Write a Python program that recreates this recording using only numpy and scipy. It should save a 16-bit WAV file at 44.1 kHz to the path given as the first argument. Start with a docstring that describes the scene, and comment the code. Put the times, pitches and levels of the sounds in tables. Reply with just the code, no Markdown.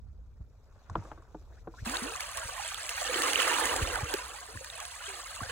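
"""A rocky shore, on a two-port stereo microphone with wind rumbling across it.
Up on the rocks, boots hop from stone to stone and a jacket rustles, with a calm sea far behind.
Then, suddenly close at the water's edge: a trickle between the rocks, a small wave washing in and
draining away. The water is a crowd of ringing bubbles of all sizes, with gulping hollows and
slapping drops, under a fizz of bursting foam and spray."""
import sys
import numpy as np
from scipy import signal
from scipy.fft import rfft, irfft
from scipy.io import wavfile
from scipy.ndimage import uniform_filter1d

SR = 44100
rng = np.random.default_rng(int(sys.argv[2]) if len(sys.argv) > 2 else 0)


def to_wav(s):
    """Save 16-bit WAV."""
    ch = np.atleast_2d(s).T  # columns
    pcm = np.round(np.clip(ch, -1, 1) * 32767)  # PCM
    wavfile.write(sys.argv[1], SR, pcm.astype(np.int16))


N = 242991
TIME, BINS = np.arange(N) / SR, np.fft.rfftfreq(N, 1 / SR)
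CLOSE_AT_S, CROSSFADE_S = 1.847, 0.014  # from here on the microphone is at the water's edge

# close flow over the rocks: a trickle, one small wave, the ebb (time [s], level [dB])
FLOW = [(1.87, -39), (2.03, -41.5), (2.29, -45), (2.9, -42), (3.31, -33.5), (3.582, -31.5), (3.89, -37.5),
        (4.01, -41), (4.33, -45.5), (4.53, -50), (5.32, -45.5), (5.5, -45.5)]
# sloshes against a rock (middle [s], boost [dB], half length [s], pitch stirred most [Hz])
SLOSHES = [(1.957, 10, 0.0092, 2200), (2.229, 6.5, 0.015, 2400), (2.383, 7.5, 0.0065, 2920),
           (2.401, 11, 0.029, 600), (2.489, 13.5, 0.0078, 1180), (2.695, 4.5, 0.1, 3200),
           (3.153, 5.5, 0.035, 2190), (3.26, 3, 0.025, 2400), (3.421, 4, 0.028, 2880),
           (3.968, 7, 0.026, 1110), (4.14, 11, 0.072, 1880), (4.804, 9, 0.047, 1690),
           (5.077, 8.5, 0.048, 2320), (5.463, 7, 0.029, 794), (5.5, 11, 0.014, 3040)]
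# colour of the four bubble sizes, biggest first (frequency [Hz], relative level [dB])
CHURN_SPECTRUM = [(140, -5), (210, -11.5), (270, -5), (330, 1), (400, -3.5), (480, 7), (700, -11)]
LARGE_SPECTRUM = [(200, -55), (330, -3.5), (410, -20), (490, -2), (660, 1.5), (880, 4.5), (1150, 4),
                  (1600, 0), (2000, -4.5), (2800, -48)]
SMALL_SPECTRUM = [(500, -54), (1200, 6.5), (1800, 3.5), (2150, 2), (2900, 2.5), (3400, -2.5), (4000, -7.5),
                  (5000, -21), (7500, -53)]
FOAM_SPECTRUM = [(800, -60), (2500, -9), (4200, 5), (5200, -1.5), (6200, 2.5), (10500, -0.5), (12500, -8.5),
                 (14000, -8.5), (15700, -8)]
# single bubbles right by the microphone (time [s], relative level [dB], pitch [Hz])
PLOPS = [(1.872, -30, 970), (1.938, -24.5, 1035), (2.153, -31, 1040), (2.29, -33.5, 1100),
         (2.384, -30.5, 1110), (2.486, -32, 897), (2.578, -31, 1040), (2.594, -28, 820),
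         (2.645, -38.5, 625), (2.716, -32, 1180), (3.013, -28, 698), (3.094, -30.5, 499),
         (3.235, -20, 1124), (3.288, -28, 1620), (3.475, -22, 1140), (3.986, -27, 1120), (4.138, -31, 554),
         (4.523, -48, 740), (4.555, -37.5, 1026), (4.608, -38.5, 517), (4.685, -52, 530),
         (4.92, -36.5, 907), (5.16, -54, 710), (5.196, -34, 1160), (5.232, -44, 705), (5.405, -27, 1100),
         (5.432, -25.5, 1530), (5.492, -41.5, 466)]
# hollows between rocks gulping air (time [s], level [dB], pitch [Hz], rise [octaves/s], t60 [s])
GULPS = [(1.864, -33.5, 212, 7.5, 0.34), (2.019, -32.5, 224, 9.5, 0.28), (2.59, -48, 900, -1, 0.2),
         (3.155, -33, 396, -2, 0.09), (4.14, -17.5, 380, 14, 0.035), (4.484, -49.5, 430, 2.5, 0.32),
         (4.553, -39, 270, -14, 0.039), (4.815, -42.5, 705, 0.5, 0.35), (5.078, -43, 405, -2, 0.31),
         (5.409, -38, 296, -15.5, 0.06), (5.423, -38.5, 695, 0.5, 0.19)]
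# drops hitting the surface, each leaving a small bubble
# (time [s], relative slap level [dB], slap decay [s], bubble pitch [Hz], relative bubble level [dB])
DROPS = [(1.896, -21.5, 0.0017, 1450, -42), (1.944, -28, 0.0043, 1710, -31),
         (1.9688, -25, .003, 3870, -13.5), (2.161, -24, 0.0011, 6370, -19),
         (2.205, -18.5, 0.0045, 2180, -22.5), (2.372, -17, 0.0019, 2180, -29),
         (2.388, -23, 0.00053, 1800, -32), (2.744, -17, 0.001, 3460, -18.5),
         (2.8922, -14.5, 0.0024, 2750, -19.5), (2.978, -36, 0.0018, 1580, -23),
         (3.22, -11, 0.0011, 3040, -12.5), (3.333, -11, 0.00073, 2930, -17),
         (3.3576, -32, 0.00087, 2870, -7), (3.4012, -18, 0.00092, 3030, -10), (3.418, -18, .001, 1630, -24),
         (3.539, -19, 0.0023, 1210, -31), (3.655, -10.5, 0.0014, 1700, -31), (3.763, -20, 0.0033, 7400, -9),
         (3.956, -19, 0.00081, 1470, -20), (4.1392, -11, 0.0008, 1620, -26),
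         (4.573, -56, .001, 1750, -28.5), (4.645, -25.5, 0.00064, 1810, -34.5),
         (4.7, -27.5, 0.0011, 3760, -22.5), (4.802, -21.5, 0.0014, 2280, -34),
         (4.852, -24, 0.0014, 1600, -33.5), (5.361, -25, 0.00046, 1520, -33)]
# boots on rock (time [s], relative level [dB], knock pitch [Hz], t60 [s], grit trim [dB],
# grit pitch [Hz], thud trim [dB])
STEPS = [(0.8978, -23.5, 1060, 0.013, -8, 5740, -22), (.954, -14.5, 987, 0.025, -8.5, 2530, -8),
         (1.022, -43, 945, 0.066, -12, 2700, -14), (1.052, -42, 1200, 0.033, -12, 2700, -1),
         (1.115, -31.5, 840, 0.035, 3, 2240, -5.5), (1.175, -45.5, 1140, 0.077, -10, 2500, 2),
         (1.222, -45, 1090, 0.023, 1, 6000, -24), (1.346, -32.5, 868, 0.033, -15, 2500, 3),
         (1.673, -28, 540, 0.028, -12, 2500, 0), (1.738, -45, 1010, 0.068, -18, 2500, -6)]
# modes of the boot sole (nominal pitch [Hz], relative level [dB], t60 [s])
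SOLE_MODES = [(171, 4.5, 0.05), (269, 5.5, 0.041), (331, 5, 0.085), (472, -1, 0.079), (554, 12, 0.021),
              (743, 2.5, 0.041)]
# rubber slipping on stone (middle [s], level [dB], pitch [Hz])
SQUEAKS = [(1.527, -61, 1720), (1.579, -58, 1600), (1.789, -45, 1584)]
# swings of the jacket (middle [s], level [dB], half length [s])
JACKET_SWINGS = [(0.813, -80, 0.19), (1.04, -70.5, 0.12), (1.38, -76.5, 0.14), (1.573, -76, 0.06),
                 (1.817, -61.5, 0.081)]
# colour of grinding grit, cloth, far sea and wind (frequency [Hz], relative level [dB])
GRIND_SPECTRUM = [(120, -2), (300, 6), (1300, -6), (2000, -16), (4500, -26), (9000, -21), (13000, -41)]
JACKET_SPECTRUM = [(1000, -15), (2000, -4), (2400, 7.5), (3000, 0), (3750, 6.5), (4600, 4), (6200, 6.5),
                   (9000, -5), (15500, -21)]
SEA_SPECTRUM = [(100, 13), (180, -6), (280, -1), (450, 3.5), (800, -3.5), (1400, -6), (1900, -15),
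                (3000, -32), (5000, -31)]
WIND_SPECTRUM = [(15, -49), (30, -10), (50, 6), (75, 0.5), (110, -8.5), (160, -19.5), (250, -23.5),
                 (1000, -100)]
# breeze on the microphone between eddies (time [s], relative level [dB])
BREEZE = [(0.0, -51.5), (0.31, -56), (0.61, -61), (1.61, -57.5), (2.62, -60.5), (3.52, -61.5),
          (3.92, -47.5), (4.06, -61), (5.25, -65), (5.5, -55)]
# eddies thumping the microphone (middle [s], level [dB], pitch [Hz], half length [s], fall [octaves/s])
EDDIES = [(0.418, -34.5, 87, 0.012, 27), (0.923, -35.5, 79, 0.026, 3), (0.974, -33, 60, 0.015, 11),
          (0.995, -33, 118, 0.018, 5), (1.831, -30, 72.5, 0.0092, 56), (2.458, -37.5, 65, 0.0089, 5),
          (3.832, -24, 72, 0.012, 37), (4.036, -27.5, 80, 0.0085, 88), (4.567, -39, 99, 0.018, 35),
          (5.429, -34, 89, 0.011, 65)]
# how the two ports hear the water's edge and the rocks
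# (frequency [Hz], coherence [0-1], left lead [rad], left minus right at full lean [dB])
PORTS_AT_WATER = [(250.0, 0.95, -0.5, -1.4), (520.0, 0.89, -0.7, -6.4), (860.0, 0.24, 2.2, -11.6),
                  (1200.0, 0.71, 0.2, -1.2), (1500.0, 0.62, 0.9, -6.3), (2300.0, 0.63, 1.2, -5.8),
                  (3000.0, 0.44, -0.2, -10.0), (3900.0, 0.2, 2.1, -2.5), (5200.0, 0.84, 3.2, -0.4),
                  (6500.0, 0.73, 4.8, -0.4), (7700.0, 0.97, 6.2, -0.1), (9300.0, 0.95, 6.4, 0.1),
                  (10600.0, 0.69, 8.0, -0.2), (12100.0, 0.98, 9.4, -0.1), (13200.0, 0.94, 9.5, 0.0),
                  (14300.0, 0.29, 10.9, -0.3), (15000.0, 0.89, 12.5, -0.0)]
PORTS_ON_ROCKS = [(200.0, 0.92, 0.0, 1.1), (1000.0, 0.96, -0.4, 1.9), (2300.0, 0.23, -0.4, 3.7),
                  (4000.0, 0.24, 1.7, -1.1), (5500.0, 0.45, 4.6, 0.5), (7500.0, 0.65, 6.3, 0.8),
                  (9400.0, 0.98, 3.2, -0.2), (11100.0, 0.92, 6.2, 0.3)]


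def water():
    """Close up, four sizes of bubble swell with the wave; the stronger the flow, the more they blur."""
    flow = gain_curve(FLOW)
    flow = flow / flow.max()
    crowding_db = 5 * np.log10(flow)
    spurts = amp(0.67 * wobble(N, 0.0068))  # small spurts stir all sizes at once
    churn = bubbles(210, 561, cycles=35, spread_db=0.5, lift_octaves=0.42, count=800)
    churn = with_wash(churn, crowding_db + 6, CHURN_SPECTRUM, spurts)
    large = bubbles(416.4, 2106, cycles=46, spread_db=3, lift_octaves=0.16, count=1200)
    large = with_wash(large, 2.5 * crowding_db + 9, LARGE_SPECTRUM, spurts)
    small = bubbles(1518, 5180, cycles=74, spread_db=4, lift_octaves=0.081, count=2600)
    small = with_wash(small, crowding_db + 4.5, SMALL_SPECTRUM, spurts)
    fizz = 1.16 * bubbles(4050, 13970, cycles=33, spread_db=5.5, lift_octaves=0.026, count=3000)
    fizz += 0.64 * crackle(per_s=1400, spread_db=-2)
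    foam = with_wash(fizz, crowding_db + 7.5, FOAM_SPECTRUM, spurts)
    out = churn * tumble()
    out += amp(3.5) * large * stirring(hz=930, follows=1.503)
    out += amp(1) * small * stirring(hz=3300, follows=1.3)
    out += amp(-2) * foam * stirring(hz=6900, follows=0.93)
    out = highpass(out, 155) + splashes()
    # the wave favours the right port more than the trickle does
    trickle, wave = ports(out, PORTS_AT_WATER, lean=0.39), ports(out, PORTS_AT_WATER, lean=0.9)
    return (1 - flow) * trickle + flow * wave


def bubbles(low_hz, high_hz, cycles, spread_db, lift_octaves, count):
    """A crowd of bubbles; each rings for some cycles and rises in pitch as it nears the surface."""
    out = np.zeros((2, N))
    for when, smallness, strength, life, depth, angle in rng.random((count, 6)):
        hz = low_hz * (high_hz / low_hz) ** smallness
        t60 = cycles * 2 ** (2 * life - 1) / hz
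        height = hz * amp(-spread_db * np.log(0.04 + 0.96 * strength))
        ringing = ring(hz, t60, rise=lift_octaves * depth / t60, attack_s=0.4 / hz)
        add(out, CLOSE_AT_S + when * (N / SR - CLOSE_AT_S), height * at_ports(ringing, angle))
    return out / np.std(out[:, TIME > CLOSE_AT_S])


def with_wash(near, wash_db, spectrum, spurts):
    """Near bubbles blend with the wash of countless farther ones, at rms 1 while the water is close."""
    wash = amp(wash_db)
    blend = (near + wash * patchy_noise(patchy_db=2.5, flicker_db=2)) / np.sqrt(1 + wash ** 2)
    crowd = coloured(spurts * blend, spectrum)
    return crowd / np.std(crowd[:, TIME > CLOSE_AT_S])


def stirring(hz, follows):
    """Gain of one bubble size: it follows the flow, later the larger it is, and jumps with each slosh."""
    times, levels = np.transpose(FLOW)
    lag_s = 0.039 * np.log2(1500 / hz)  # fine spray leads the wave, bubbles below 1500 Hz trail it
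    flow_db = np.interp(TIME - lag_s, times, levels)
    slosh_octaves = 1.3  # spread of sizes that one slosh stirs
    slosh_db = sum(db * hump(s, half) * np.exp(-(np.log2(hz / pitch) / slosh_octaves) ** 2)
                   for s, db, half, pitch in SLOSHES)
    return amp(levels.max() + follows * (flow_db - levels.max()) + slosh_db)


def tumble():
    """Gain of the biggest bubbles: folded in fast by the wave, slow to drain, stirred by deep gulps."""
    before_s, after_s = np.maximum(3.128 - TIME, 0), np.maximum(TIME - 3.755, 0)
    breaking = amp(-38.5 - 258 * before_s - 38.5 * after_s)
    froth_hz = 254  # gulps near this pitch stir the most
    froth = sum(amp(db - 14.5) * np.exp(-2 * np.log2(hz / froth_hz) ** 2) * hump(s + t60 / 5, t60 / 5)
                for s, db, hz, _, t60 in GULPS)
    return breaking + froth


def splashes():
    """Nearest the microphone: single bubbles, gulping hollows and drops that trap a short-lived bubble."""
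    out = np.zeros((2, N))
    for s, db, hz in PLOPS:
        add(out, s, amp(db + 3) * plop(hz, cycles=38, rise=2.4, attack_s=0.002))
    for s, db, hz, rise, t60 in GULPS:
        add(out, s, amp(db) * gulp(hz, t60, rise))
    for s, slap_db, decay_s, hz, bubble_db in DROPS:
        add(out, s, amp(slap_db - 5) * slap(decay_s))
        add(out, s, amp(bubble_db + 6) * plop(hz, cycles=18.7, rise=4.8, attack_s=0.0009))
    return out


def plop(hz, cycles, rise, attack_s):
    """One near bubble; it radiates almost nothing below its own pitch."""
    ringing = ring(hz, cycles / hz, rise, attack_s)
    return highpass(at_ports(ringing, rng.random()), hz * 2 / 3)


def gulp(hz, t60, rise):
    """An air pocket rings under a rock, shaken in pitch and loudness by the water round it."""
    pocket = ring(hz, t60, rise, attack_s=0.0021)
    waver = np.cumsum(hz * 0.03 * wobble(len(pocket), 0.0014)) / SR
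    shake = 1 + 0.3 * wobble(len(pocket), 0.00049)
    pocket = pocket * np.exp(2j * np.pi * waver) * shake
    return highpass(at_ports(pocket, rng.random()), hz * 2 / 3)


def slap(decay_s):
    """A drop hits the surface in a bright, ragged splatter."""
    t = np.arange(1500) / SR
    splatter = rng.standard_normal((2, len(t))) * amp(1.4 * wobble(len(t), 0.00008))
    burst = splatter * onset(t, 0.00084) * np.exp(-t / decay_s)
    burst = highpass(bandpass(burst, 2020, 10200, order=1), 740)
    return burst / abs(burst[0]).max()


def boots():
    """Each footfall: a short knock on stone, a thud of the sole, a crunch and a scrape of grit."""
    out, t = np.zeros((2, N)), np.arange(SR // 6) / SR
    shared = out[0]  # the part common to both ports
    for s, db, hz, t60, grit_db, grit_hz, thud_db in STEPS:
        knock = ring(hz, t60, rise=0, attack_s=0.0013).imag
        knock += amp(-7) * ring(hz * 1.35, t60, rise=0, attack_s=0.0013).imag
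        thud = sum(amp(level - 60 * t / decay) * np.sin(2 * np.pi * f * rng.uniform(0.878, 1.04) * t)
                   for f, level, decay in SOLE_MODES)
        noise = rng.standard_normal((2, len(t)))
        crunch = unit_rms(bandpass(noise, 450, 1500, order=6))
        crunch *= amp(-60 * t / t60) + amp(-23 - 60 * t / 0.25)  # a burst and a faint tail
        grit = unit_rms(bandpass(noise, grit_hz / 1.5, grit_hz * 1.4, order=3))
        grit *= amp(2.7 * wobble(len(t), 0.00031))
        add(shared, s, amp(db - 2) * knock)
        add(shared, s, amp(db + thud_db - 9.5) * thud * onset(t, 0.0044))
        add(out, s, amp(db - 10.5) * crunch * onset(t, 0.0018))
        add(out, s, amp(db + grit_db - 23.5) * grit * amp(-60 * t / 0.029))
    for s, db, hz in SQUEAKS:
        add(shared, s - 0.05, amp(db) * squeak(hz))
    return out


def squeak(hz):
    """Rubber slips on stone in a rough, rising tone that peaks 0.05 s in."""
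    t = np.arange(-SR // 20, SR // 20) / SR
    slip = wobble(len(t), 0.00033)
    turns = np.cumsum(hz * 2 ** (20 * t) * (1 + 0.1 * slip)) / SR
    return np.exp(-abs(t) / 0.011) * np.sin(2 * np.pi * turns)


def skid(at_s, t60):
    """After the leap, grit grinds under the sole and comes to rest."""
    t = np.maximum(TIME - at_s, 0)
    grind = coloured(crackle(per_s=600, spread_db=1.5), GRIND_SPECTRUM)
    return amp(-50.5 - 60 * t / t60) * onset(t, 0.005) * grind


def wind():
    """Low turbulence on the microphone, mostly shared by both ports, and eddies that fall in pitch."""
    sides = np.array([[1], [-1]])
    common, apart = coloured(rng.standard_normal((2, N)), WIND_SPECTRUM) * amp(0.34 * wobble(N, 0.02))
    gusts = sum(amp(db - 31) * hump(s, 0.069) for s, db, *_ in EDDIES)  # a swell round each eddy
    strength = amp(4.5) * gain_curve(BREEZE) + gusts
    out = strength * (common + 0.32 * sides * apart)
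    t = np.arange(-SR // 16, SR // 16) / SR
    lead_rad = 0.28  # an eddy reaches the left port first
    for s, db, hz, half, fall in EDDIES:
        turns = np.cumsum(hz * 2 ** (-fall * t) * (1 + 0.35 * wobble(len(t), 0.0011))) / SR
        eddy = np.cos(2 * np.pi * (turns - turns[len(t) // 2]) + sides * lead_rad / 2)
        shreds = highpass(np.array([wobble(len(t), 0.00061) for _ in sides]), 59)
        add(out, s + t[0], amp(db) * np.exp(-(t / half) ** 2) * (eddy + 0.079 * shreds))
    return out


def jacket():
    """Cloth rustles with each stride, over a faint steady hiss."""
    swings = amp(-83) + sum(amp(db) * hump(s, half) for s, db, half in JACKET_SWINGS)
    cloth = patchy_noise(patchy_db=2.5, flicker_db=-0.4) * amp(1.9 * wobble(N, 0.001))
    return swings * coloured(cloth, JACKET_SPECTRUM)


def landing_rustle(noise, rustle_hz=860):
    """A soft mid-pitched rustle of jacket and scuffing boot swells around the landing."""
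    rustle = unit_rms(bandpass(noise, rustle_hz / 1.9, rustle_hz * 1.98, order=2))
    return amp(-63) * hump(1, 0.24) * rustle


def far_sea(noise, growth_db_per_s=5.5):
    """The distant sea murmurs, slowly growing."""
    level = amp(-67 + growth_db_per_s * np.minimum(TIME, CLOSE_AT_S))
    return level * coloured(noise, SEA_SPECTRUM)


def ports(pair, table, lean):
    """Two unrelated signals become a partly alike left and right; lean scales their imbalance."""
    coherence, lead, balance_db = per_bin(table)
    common, apart = rfft(pair) * np.sqrt([(1 + coherence) / 2, (1 - coherence) / 2])
    tilt = amp(lean * balance_db)
    sides = np.array([(common + apart) * tilt, (common - apart) * np.exp(-1j * lead)])
    return irfft(sides * np.sqrt(2 / (1 + tilt ** 2)), N)


def at_ports(ringing, turns):
    """A ringing reaches the two ports at phases that depend on where it lies."""
    return np.array([ringing.imag, (ringing * np.exp(2j * np.pi * turns)).imag])


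def ring(hz, t60, rise, attack_s):
    """A damped complex oscillation, gliding by rise octaves a second."""
    t = np.arange(int(np.clip(t60, 0.002, 0.5) * SR)) / SR
    turns = np.cumsum(hz * 2 ** (rise * t)) / SR
    return np.exp(2j * np.pi * turns - np.log(1000) * t / t60) * onset(t, attack_s)


def crackle(per_s, spread_db):
    """Tiny clicks of unequal size at random times."""
    heights = amp(spread_db * np.minimum(rng.exponential(1, N), 4))
    fires = rng.random(N) < per_s / SR
    return unit_rms(heights * fires * rng.choice([-1., 1.], (2, N)))


def patchy_noise(patchy_db, flicker_db):
    """Noise whose level drifts in patches and flickers across all pitches at once."""
    frames = signal.stft(rng.standard_normal((2, N)), nperseg=256)[2]
    patches = uniform_filter1d(rng.standard_normal(frames.shape[1:]), size=5, axis=0)
    patches = unit_rms(uniform_filter1d(patches, size=7, axis=1))
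    flicker = unit_rms(uniform_filter1d(rng.standard_normal(frames.shape[2]), size=6))
    frames *= amp(patchy_db * patches + flicker_db * flicker)
    return unit_rms(signal.istft(frames)[1][:, :N])


def wobble(size, seconds):
    """A smooth random curve of rms 1 that changes within about the given time."""
    pole = np.exp(-1 / (seconds * SR))
    drift = signal.lfilter([1], [1, -2 * pole, pole ** 2], rng.standard_normal(size + SR // 10))
    return unit_rms(drift[SR // 10:])


def hump(middle_s, half_s):
    """A smooth rise and fall of height 1."""
    return np.exp(-((TIME - middle_s) / half_s) ** 2)


def onset(t, attack_s):
    """A soft rise from 0 to 1."""
    return 1 - np.exp(-t / attack_s)


def gain_curve(table):
    """A table of times and levels as a gain at every sample."""
    return amp(np.interp(TIME, *np.transpose(table)))


def per_bin(table):
    """The columns of a table at every frequency bin, interpolated in log frequency."""
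    hz, *columns = np.transpose(table)
    return [np.interp(np.log(BINS + 1), np.log(hz + 1), column) for column in columns]


def coloured(x, spectrum):
    """Filters by a spectrum, to rms 1."""
    return unit_rms(irfft(rfft(x) * amp(per_bin(spectrum)[0]), N))


def bandpass(x, low_hz, high_hz, order):
    """Keeps one band."""
    return signal.sosfilt(signal.butter(order, [low_hz, high_hz], "bandpass", fs=SR, output="sos"), x)


def highpass(x, hz):
    """Steep low cut."""
    return signal.sosfilt(signal.butter(4, hz, "highpass", fs=SR, output="sos"), x)


def amp(db):
    """Decibels to gain."""
    return 10 ** (np.asarray(db) / 20)


def unit_rms(x):
    """Scales to rms 1."""
    return x / np.sqrt(np.mean(np.abs(x) ** 2) + 1e-20)


def add(mix, s, sound):
    """Mixes a sound in at a time."""
    part = mix[..., max(round(s * SR), 0):][..., :sound.shape[-1]]
    part += sound[..., :part.shape[-1]]


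def scene():
    """First up on the rocks, then close at the water's edge, with wind on the microphone throughout."""
    close = np.clip((TIME - CLOSE_AT_S) / CROSSFADE_S, 0, 1) ** 0.5
    noise = patchy_noise(patchy_db=3, flicker_db=1)
    rocks = far_sea(noise) + landing_rustle(noise) + jacket() + boots() + skid(at_s=1.012, t60=0.6)
    return (1 - close) * ports(rocks, PORTS_ON_ROCKS, lean=0.71) + close * water() + wind()


def record(dry):
    """The recorder cuts off the top of the treble."""
    lowpass = signal.firwin(511, cutoff=15850, window=("kaiser", 9), fs=SR)
    return signal.oaconvolve(dry, lowpass[None], "same")


dry = scene()
out = record(dry)
to_wav(out)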